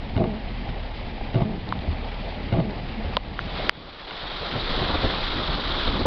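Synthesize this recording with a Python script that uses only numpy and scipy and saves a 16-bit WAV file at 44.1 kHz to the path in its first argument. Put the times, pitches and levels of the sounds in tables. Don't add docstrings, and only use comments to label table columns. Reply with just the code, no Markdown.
import sys
import numpy as np
from scipy import signal
from scipy.io import wavfile
from scipy.ndimage import uniform_filter1d

SR = 44100
rng = np.random.default_rng(int(sys.argv[2]) if len(sys.argv) > 2 else 0)


def decibels_to_gain(level_db):
    exponent = np.asarray(level_db, float) / 20
    return 10 ** exponent


def unload_audio(sound):
    columns = np.transpose(np.atleast_2d(sound))
    steps = np.round(np.clip(columns, -1, 1) * 32767)
    wavfile.write(sys.argv[1], SR, steps.astype(np.int16))


N = 267244
T = np.arange(N) / SR

# time in seconds, share of sound coming straight through it [0-1].
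WINDOW_SHARE = [(0, 0.14), (3.1, 0.14), (3.6, 0.58), (4.3, 0.88), (6.1, 1.01)]


def engine():
    # time in seconds, firing rate in Hz, firing tone level in dB.
    firing = [(0, 37.37, -38), (.8, 38.08, -30.5), (1.6, 37.15, -44), (2, 37.97, -32.5), (2.4, 39.3, -34.5),
              (3.68, 38.12, -34), (4, 38.26, -40), (5, 37.21, -32.5), (5.5, 38.38, -35.5),
              (6.06, 38.2, -30)]
    rate_hz = curve(firing, T) + 1.525 * drift(0.1208)
    turn = 2 * np.pi * np.cumsum(rate_hz) / SR
    tone = evened(np.sin(turn) + decibels_to_gain(-7.0) * np.sin(2 * turn + 1) + decibels_to_gain(-13.0) * np.sin(3 * turn))
    lumps = wash(22, 40, 0.92, 1.2, size=4096)
    drone_db, sway_db = -39.5, -1.5
    drone = (decibels_to_gain(drone_db) + decibels_to_gain(sway_db) * breeze()) * lumps
    return decibels_to_gain(curve(firing, T, column=2)) * tone + drone


def water():
    # time in seconds, splash level in dB.
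    splash_level = [(0, -44), (.9, -42), (1.6, -43.5), (2.25, -40.5), (2.55, -42), (3.15, -40.5),
                    (3.4, -39.5), (3.6, -35.5), (3.75, -31.5), (4.05, -30.5), (4.3, -29), (4.65, -31.5),
                    (4.85, -31), (5.1, -31), (5.6, -32.5), (5.85, -31), (6.06, -34.5)]
    # time in seconds, boom
    # level in dB.
    boom_level = [(0, -35), (1.1, -37.5), (1.4, -34), (1.9, -32.5), (2.15, -36), (2.7, -35.5), (3.3, -32.5),
                  (3.68, -39), (3.8, -26), (4.07, -49.5), (6.06, -40)]
    boom = wash(57, 350, 1.5, 1.8, size=2048)
    roar = wash(350, 1500, 1.8, 1.4)
    roar = evened(roar + 0.26 * droplets(563, 1060, 320, 0.97, 23.0))
    fine_drops = dulled(droplets(1830, 4150, 1200, 3.5, 7.9))
    hiss = evened(wash(1235, 7800, 1.2, 1.34, size=512) + 0.31 * fine_drops)
    share = curve(WINDOW_SHARE, T)
    roar_db = 2.5 + share * (-2.5 - 2.5)
    hiss_db = -1.3 + share * (1.5 + 1.3)
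    splash = decibels_to_gain(curve(splash_level, T)) * (decibels_to_gain(roar_db) * roar + decibels_to_gain(hiss_db) * hiss)
    rumble_db, spray_db = -2, -15
    body = (decibels_to_gain(curve(boom_level, T)) + decibels_to_gain(rumble_db) * breeze()) * boom
    return body + splash + decibels_to_gain(spray_db) * buffets() * roar


def wash(lo_hz, hi_hz, patchy_db, flicker_db, size=1024):
    # frequency in Hz, density in dB per Hz.
    behind_glass = [(12, -28), (20, -1.5), (81, -10), (159, -16.5), (188, -13), (268, -17), (317, -22.5),
                    (510, -20), (840, -17.5), (969, -26), (1450, -33), (2080, -25.5), (3680, -33),
                    (4890, -38), (5920, -60.5), (7700, -102), (13000, -120)]
    # frequency in Hz, density in dB per Hz.
    at_window = [(12, -39), (20, 10), (39, 10), (64, -13.5), (122, -14.5), (179, -10), (620, -13.5),
                 (969, -15), (1120, -14.5), (1800, -23), (2700, -27.5), (3350, -17), (3850, -17),
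                 (5010, -30.5), (5920, -51.5), (7700, -89.5), (13000, -120)]
    frames, hz = 4 * N // size + 5, np.fft.rfftfreq(size, 1 / SR)
    real, imaginary, patches = rng.standard_normal((frames, len(hz), 3)).T
    patches = uniform_filter1d(patches, size // 80, axis=0)
    patches = evened(uniform_filter1d(patches, size=8, axis=1))
    flicker = evened(uniform_filter1d(rng.standard_normal(frames), size=3))
    share = np.clip(curve(WINDOW_SHARE, np.arange(frames) * size / 4 / SR), 0, 1)
    inside, outside = (np.interp(np.log(hz + 1), np.log(f), db)
                       for f, db in (np.transpose(behind_glass), np.transpose(at_window)))
    band = 1 / np.sqrt((1 + (lo_hz / (hz + 1)) ** 8) * (1 + (hz / hi_hz) ** 8))
    colour = decibels_to_gain(np.outer(inside, 1 - share) + np.outer(outside, share)) * band[:, None]
    colour = colour / np.linalg.norm(colour, axis=0)
    z = (real + 1j * imaginary) * colour * decibels_to_gain(patchy_db * patches + flicker_db * flicker)
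    return evened(signal.istft(z, nperseg=size, noverlap=3 * size // 4)[1][:N])


def droplets(lo_hz, hi_hz, per_s, spread_db, cycles):
    size = decibels_to_gain(spread_db * np.minimum(rng.exponential(1, N), 5))
    size = size * (rng.random(N) < per_s / SR)
    kind = rng.integers(0, 16, N)
    out = np.zeros(N)
    for k, hz in enumerate(np.geomspace(lo_hz, hi_hz, num=16)):
        drop = ring(hz, 0, cycles / hz, rise=1 / hz)[:2000]
        out += signal.oaconvolve(size * (kind == k), drop)[:N]
    return evened(out)


def wipers():
    # frequency in Hz, level in dB, t60 in seconds.
    modes = [(80, -27, 0.36), (123.6, -1.5, 0.061), (163, 4, 0.048), (208, -3.5, 0.064),
             (263.2, -4.5, 0.07), (371.6, -0.5, 0.061), (467, -5, 0.051), (524, -20, 0.21),
             (660, -0.5, 0.049), (797, -10, 0.065), (1130, -8.5, 0.024)]
    # time in seconds, strength in dB, extra depth in dB, slip rate in Hz.
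    sweeps = [
        (.165, 0.5, -4.5, 213),
        (1.344, -0.5, 2, 212.7),
        (2.526, -0.1, -0.5, 211.5),
    ]
    # seconds after the turn, peak in dB, bright tick in dB, deep ring in dB
    # and in Hz.
    turn_knocks = [
        (0, -13.5, -25, -11.5, 118),
        (.0115, -13.5, -25.5, -25, 143),
        (.065, -22, -45, -23.5, 125),
        (.075, -14, -30, -19, 132.4),
    ]
    # seconds after the turn, force in dB.
    chatter = [(-.012, -21.5), (.012, -19), (.045, -18.5), (.08, -16.5), (.11, -23.5), (.175, -26.5),
               (.24, -38.5)]
    # seconds after the turn, level in dB.
    judder = [(.098, -18), (.14, -29.5), (.19, -29), (.23, -39.5)]
    # time in seconds, peak in dB, bright tick in dB, deep ring in dB
    # and in Hz.
    bumps = [(.69, -22, -32, -27, 163), (1.212, -40, -47, -24.5, 80), (1.508, -29, -44.5, -26.5, 216),
             (1.877, -18.5, -43, -11, 80), (2.968, -41, -54, -19.5, 219), (3.048, -18.5, -33, -19, 80),
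             (3.775, -14, -41, -36, 163), (4.109, -42, -12, -41, 200)]
    out, force = np.zeros(N), np.zeros(N)
    cowl = sum(ring(*mode, rise=0.0023) for mode in modes)
    cowl = cowl * np.exp(-np.arange(len(cowl)) / SR / 0.15)
    slips = rng.uniform(-1.23, 1, N) * (rng.random(N) < 520 / SR)
    rattle = evened(signal.oaconvolve(slips, cowl)[:N])

    knocks = list(bumps)
    for s, strength_db, depth_db, slip_hz in sweeps:
        for lag, peak_db, tick_db, deep_db, deep_hz in turn_knocks:
            knocks.append((s + lag, peak_db + strength_db, tick_db + strength_db,
                           deep_db + strength_db + depth_db, deep_hz))
        t = np.arange(chatter[0][0], chatter[-1][0], 1 / SR)
        push = decibels_to_gain(curve(chatter, t) + strength_db - 4.5)
        add(force, s + t[0], push * signal.windows.tukey(len(t), .1))
        t = np.arange(judder[0][0], judder[-1][0], 1 / SR)
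        wobble = 0.00075 * np.sin(2 * np.pi * (9.47 * t + rng.random()))
        turn = 2 * np.pi * slip_hz * (t + wobble)
        stack = np.sin(turn) + decibels_to_gain(-9.) * np.sin(2 * turn) + decibels_to_gain(-11.5) * np.sin(3 * turn)
        rub = 0.95 * decibels_to_gain(curve(judder, t) + strength_db) * stack
        add(out, s + t[0], rub * signal.windows.tukey(len(t), .3))

    tick = ring(1430, 0, 0.016) + ring(2100, -1.5, 0.017) + ring(2870, -0.32, 0.016) + ring(3700, -3.0, 0.011)
    tick = dulled(tick)
    for s, db, tick_db, deep_db, deep_hz in knocks:
        shades_db = 3 * rng.standard_normal(len(modes))
        thud = sum(ring(hz, d + shade, 0.42 * t60, rise=0.003)
                   for (hz, d, t60), shade in zip(modes, shades_db))
        thud = decibels_to_gain(db) * thud / abs(thud).max()
        deep = ring(deep_hz, deep_db, 0.2, rise=0.013)
        add(out, s, thud + deep + decibels_to_gain(tick_db - 3.5) * tick)

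    panels = signal.butter(2, [130, 380], "band", fs=SR, output="sos")
    dull = evened(signal.sosfilt(panels, rattle))
    sharp = np.clip(force / decibels_to_gain(-23.5), 0, 1)
    return out + force * (sharp * rattle + (1 - sharp) * dull)


def taps():
    # time in seconds, final pitch in Hz, peak in dB, swell in seconds, pitch excess at the start as a
    hits = [(1.178, 800, -33, .004, 0), (1.2095, 760, -28.5, .003, .1), (1.69, 3400, -27, .0005, .5),
            (1.7241, 2900, -24, .0003, .3), (1.72435, 1000, -11.5, .0007, .5),
            (1.7905, 3300, -29, .0005, .2), (3.1683, 950, -10, .0005, .3), (3.16835, 2750, -7.5, .0003, .5),
            (3.1684, 600, -18, .003, 0), (3.1703, 1030, -18.5, .0025, 0), (3.3912, 1400, -10, .0005, .15),
            (3.3914, 3300, -24, .0005, 0), (3.402, 6100, -39, .002, 0), (3.69405, 950, -2, .0008, 3.1),
            (3.6944, 3000, -8.5, .0005, 0), (3.69425, 4950, -6,  .0004, 0), (4.508, 5000, -31, .0005, .1)]
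    settle_s, after_db, after_cycles = .0006, -8, 20
    out, t = np.zeros(N), np.arange(SR // 20) / SR
    for s, hz, db, swell, excess in hits:
        turns = hz * (t + excess * settle_s * (1 - np.exp(-t / settle_s)))
        blow = (t / swell * np.exp(1 - t / swell)) ** 2
        after = decibels_to_gain(after_db - 60 * t * hz / after_cycles) * (1 - np.exp(-t / swell))
        add(out, s, decibels_to_gain(db) * (blow + after) * np.sin(2 * np.pi * turns))
    return dulled(dulled(out))


def wind():
    eddies = signal.lfilter([1], [1, -np.exp(-2 * np.pi * 120 / SR)], rng.standard_normal(N))
    eddies = signal.sosfilt(signal.butter(2, [25, 1100], "band", fs=SR, output="sos"), eddies)
    lump_db = -1
    return buffets() * evened(eddies * decibels_to_gain(lump_db * drift(.012)))


def buffets():
    # time in seconds, peak in dB, length in seconds.
    gusts = [(4.111, -22.5, 0.044), (4.218, -25, 0.086), (4.406, -21.5, 0.033), (4.529, -21.5, 0.1),
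             (4.775, -19, 0.036), (4.815, -18, 0.035), (4.885, -20.5, 0.052), (4.938, -19.5, 0.045),
             (5.031, -17, 0.039), (5.037, -24.5, 0.056), (5.12, -31, 0.05), (5.352, -27, 0.11),
             (5.48, -24, 0.073), (5.58, -25.5, 0.038), (5.697, -22.5, 0.027), (5.783, -47.5, 0.12),
             (5.867, -20, 0.044), (5.938, -22, 0.056), (6.003, -16, 0.03), (6.052, -8, 0.04)]
    push = np.zeros(N)
    for s, db, length in gusts:
        u = 4 * np.arange(SR // 3) / SR / max(length, .01)
        add(push, s, decibels_to_gain(db - 5) * u * np.exp(1 - u))
    return push


def breeze():
    size = int(0.69 * SR)
    return uniform_filter1d(uniform_filter1d(buffets(), size), size)


def dulled(x):
    return signal.sosfilt(signal.butter(4, 5200, fs=SR, output="sos"), x)


def ring(hz, db, t60, rise=.00015):
    t = np.arange(SR // 4) / SR
    return decibels_to_gain(db - 60 * t / t60) * np.sin(2 * np.pi * hz * t) * (1 - np.exp(-t / rise))


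def drift(seconds):
    size = int(seconds * SR)
    return evened(uniform_filter1d(uniform_filter1d(rng.standard_normal(N), size), size))


def evened(x):
    return x / np.sqrt(np.mean(x ** 2) + 1e-20)


def curve(rows, t, column=1):
    rows = np.asarray(rows)
    return np.interp(t, rows[:, 0], rows[:, column])


def add(mix, s, sound):
    part = mix[round(s * SR):][:len(sound)]
    part += sound[:len(part)]


def scene():
    return (engine() + water() + wipers() + taps() + wind())[None]


def top_cut(x):
    return signal.sosfilt(signal.butter(12, 16500, fs=SR, output="sos"), x)


def record(dry):
    # time in seconds, depth in dB.
    ducks = [
        (0.25, 1.5),
        (1.43, 2),
        (2.609, 2.5),
        (3.1734, 6.5),
        (3.6953, 17.5),
    ]
    attack_s, recovery_db_per_s = 0.00033, 16.96
    duck_db = np.zeros(N)
    for s, db in ducks:
        step = np.clip((T - s) / attack_s, 0, 1) * np.maximum(db - recovery_db_per_s * (T - s), 0)
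        duck_db = np.maximum(duck_db, step)
    edge = signal.firwin(401, 6150, window=("kaiser", 9), fs=SR)
    ducked = np.clip(dry * decibels_to_gain(-duck_db), -.7, .7)
    narrow = signal.oaconvolve(ducked, edge[None], "same")
    return top_cut(np.clip(narrow, -.74, .74))


dry = scene()
out = record(dry)
unload_audio(out)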